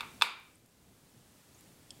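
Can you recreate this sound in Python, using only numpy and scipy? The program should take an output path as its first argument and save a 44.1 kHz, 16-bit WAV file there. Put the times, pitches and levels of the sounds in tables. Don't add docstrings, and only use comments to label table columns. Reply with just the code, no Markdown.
import sys
import numpy as np
from scipy import signal
from scipy.fft import rfft, irfft
from scipy.io import wavfile
from scipy.ndimage import uniform_filter1d, minimum_filter1d

SR = 44100
rng = np.random.default_rng(int(sys.argv[2]) if len(sys.argv) > 2 else 0)


def generate_wav(sig):
    pcm = np.round(np.clip(np.atleast_2d(sig).T, -1, 1) * 32767).astype(np.int16)
    wavfile.write(sys.argv[1], SR, pcm)


N = 88200
T = np.arange(N) / SR
FREQ_HZ = np.fft.rfftfreq(N, 1 / SR)


def amp(db):
    return 10 ** (np.asarray(db) / 20)


def fade(t60_s):
    return np.exp(-np.log(1000) * T / t60_s)


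def noise(spectrum):
    hz, db = np.array(spectrum).T
    shape_db = np.interp(np.log(np.maximum(FREQ_HZ, 1)), np.log(hz), db)
    x = irfft(rfft(rng.standard_normal(N)) * amp(shape_db), N)
    return x / x.std()


def wander(rate_hz):
    knots = rng.standard_normal(N // 100)
    return np.interp(T * rate_hz, np.arange(len(knots)), knots)


def ring(modes):
    return sum(amp(db) * np.sin(2 * np.pi * hz * T) * fade(t60_s) for hz, db, t60_s in modes)


def butter(x, order, hz, kind):
    return signal.sosfilt(signal.butter(order, hz, kind, fs=SR, output="sos"), x)


def at(x, start_s):
    return np.interp(np.arange(N) - round(start_s * SR), np.arange(N), x, left=0, right=0)


# (time [s], level [dB], low-pass cutoff [Hz])
POPS = [(-0.03, -6.5, 3160), (0.0075, -18.5, 10900), (0.0302, -20, 1200), (0.2130, -15, 8000),
        (0.2213, 8.5, 9550)]
# (frequency [Hz], level [dB], t60 [s])
SHOCK_MODES = [(3450, -9, 0.0013)]
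# (frequency [Hz], level [dB], t60 [s])
CUP_MODES = [(1007, -14.5, 0.013), (1279, -14, 0.00985), (1604, -17, 0.0095), (2600, -12, .014),
             (3533, -10.5, .017), (4836, -31.5, .012), (6920, -40.5, 0.014), (8050, -32.5, 0.0081),
             (8960, -32.5, 0.021), (12200, -25, .008)]
# (frequency [Hz], level [dB])
SCATTER_SPECTRUM = [(300, -11.5), (1000, 1), (4000, -1.5), (6000, -11.5), (8500, -8.5), (10500, -15.5),
                    (13000, -4)]
# (frequency [Hz], level [dB], t60 [s])
PUFF_MODES = [(204, -43.5, .022), (471, -42, .025)]


def pops(room):
    scatter = amp(-21) * noise(SCATTER_SPECTRUM) * fade(t60_s=0.034)
    pulse = ring(SHOCK_MODES) + ring(CUP_MODES) + scatter
    direct = butter(pulse, 5, 924, "high")
    basin = amp(-13) * at(direct, start_s=0.0034)
    pop = direct + ring(PUFF_MODES) + basin + amp(-31.5) * room
    return sum(amp(db) * at(butter(pop, 2, cutoff_hz, "low"), start_s) for start_s, db, cutoff_hz in POPS)


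# (frequency [Hz], level [dB])
ROOM_SPECTRUM = [(150, -20), (460, -9), (680, -12), (950, 2.5), (1300, 1.5), (1900, -6.5), (2150, -2),
                 (2330, 3.5), (2900, -4), (3250, -5), (3600, 1), (4200, -8), (4750, -6.5), (5600, -20),
                 (8300, -12.5), (15000, -14)]
# (frequency [Hz], t60 [s])
ROOM_DECAY = [(300, .45), (1100, 0.46), (2400, 0.47), (4000, 0.43), (8000, .27), (14000, .22)]
# (frequency [Hz], level [dB], t60 [s])
ROOM_MODES = [(1088, -17, .5), (2240, -13, .4), (2340, -12, .55), (2420, -17.5, .55), (3610, -15.5, 0.42)]


def bathroom(lag_s=0.0032):
    spectrum = rfft(noise(ROOM_SPECTRUM))
    hz, t60_s = np.array(ROOM_DECAY).T
    edges_hz = np.geomspace(50, 20000, 19)
    tail = ring(ROOM_MODES)
    for lo, hi in zip(edges_hz, edges_hz[1:]):
        band = irfft(spectrum * ((FREQ_HZ >= lo) & (FREQ_HZ < hi)), N)
        tail += band * fade(np.interp(np.sqrt(lo * hi), hz, t60_s))
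    onset = np.clip(T / lag_s - 1, 0, 1)
    return tail * onset


# (frequency [Hz], level [dB])
RUMBLE_SPECTRUM = [(20, -12), (45, -11), (62, -4.5), (100, -1), (160, -1.5), (250, -4.5), (420, -10),
                   (800, -17.5), (2000, -36)]
# (frequency [Hz], level [dB])
HISS_SPECTRUM = [(200, 0.5), (900, 4), (1700, 2.5), (4000, 1), (6000, 0), (8000, 1), (11000, -1),
                 (15500, -6)]


def flame(rumble_flutter_db=1.8, hiss_flutter_db=1):
    rumble = noise(RUMBLE_SPECTRUM) * amp(-59.5 + rumble_flutter_db * wander(rate_hz=25))
    hiss = noise(HISS_SPECTRUM) * amp(-60 + hiss_flutter_db * wander(rate_hz=8))
    return rumble + hiss


# (time [s], level [dB])
TICKS = [(0.399, -47), (0.661, -48), (1.609, -45)]
# (time [s], pitch [Hz], level [dB], length [s])
FIZZ = [(0.55, 8950, -56, 0.012), (1.544, 6530, -58, 0.012), (1.58, 7280, -61, 0.025)]


def foam():
    out = np.zeros(N)
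    for start_s, hz, db, length_s in FIZZ:
        sizzle = noise([(hz / 2, -40), (hz * 0.88, -14), (hz, 0), (hz * 1.12, -14), (hz * 2, -40)])
        swell = np.sin(np.pi * np.minimum(T / length_s, 1))
        out += amp(db) * at(sizzle * swell, start_s)
    for start_s, db in TICKS:
        tick = noise([(1500, -18), (6000, -2), (14000, 2)]) * fade(t60_s=0.0072)
        out += amp(db) * at(tick, start_s)
    return out


# (frequency [Hz], level [dB], t60 [s])
SNAP_MODES = [(3140, -11, 0.015), (3300, -5, 0.025), (4780, -6.5, .012), (5300, -4, .024),
              (7670, -5.5, 0.016), (8370, -8, 0.028), (10400, -14, .007)]
# (frequency [Hz], level [dB])
CRACK_SPECTRUM = [(2000, -26.5), (3100, 0), (8500, -4), (10800, -13), (11800, -24)]


def snap(room, start_s=1.9059, band_hz=(2830, 11000)):
    crack = amp(-1) * noise(CRACK_SPECTRUM) * fade(t60_s=0.013)
    click = butter(ring(SNAP_MODES) + crack, 4, band_hz, "band")
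    echo = signal.fftconvolve(click, room / np.linalg.norm(room))[:N]
    return amp(-36) * at(click + amp(-16) * echo, start_s)


def scene():
    room = bathroom()
    return (pops(room) + flame() + foam() + snap(room))[None]


def record(dry, ceiling_db=-4, recovery_db_per_s=4, attack_s=0.0015, cutoff_hz=15800):
    over_db = np.maximum(20 * np.log10(np.abs(dry[0]) + 1e-9) - ceiling_db, 0)
    recovery_db = recovery_db_per_s * T
    duck_db = np.maximum.accumulate(over_db + recovery_db) - recovery_db
    attack_samples = int(attack_s * SR)
    held_gain = minimum_filter1d(amp(-duck_db), 2 * attack_samples)
    gain = uniform_filter1d(held_gain, attack_samples)
    lowpass = signal.ellip(10, 0.2, 70, cutoff_hz, fs=SR, output="sos")
    return signal.sosfilt(lowpass, dry * gain)


dry = scene()
out = record(dry)
generate_wav(out)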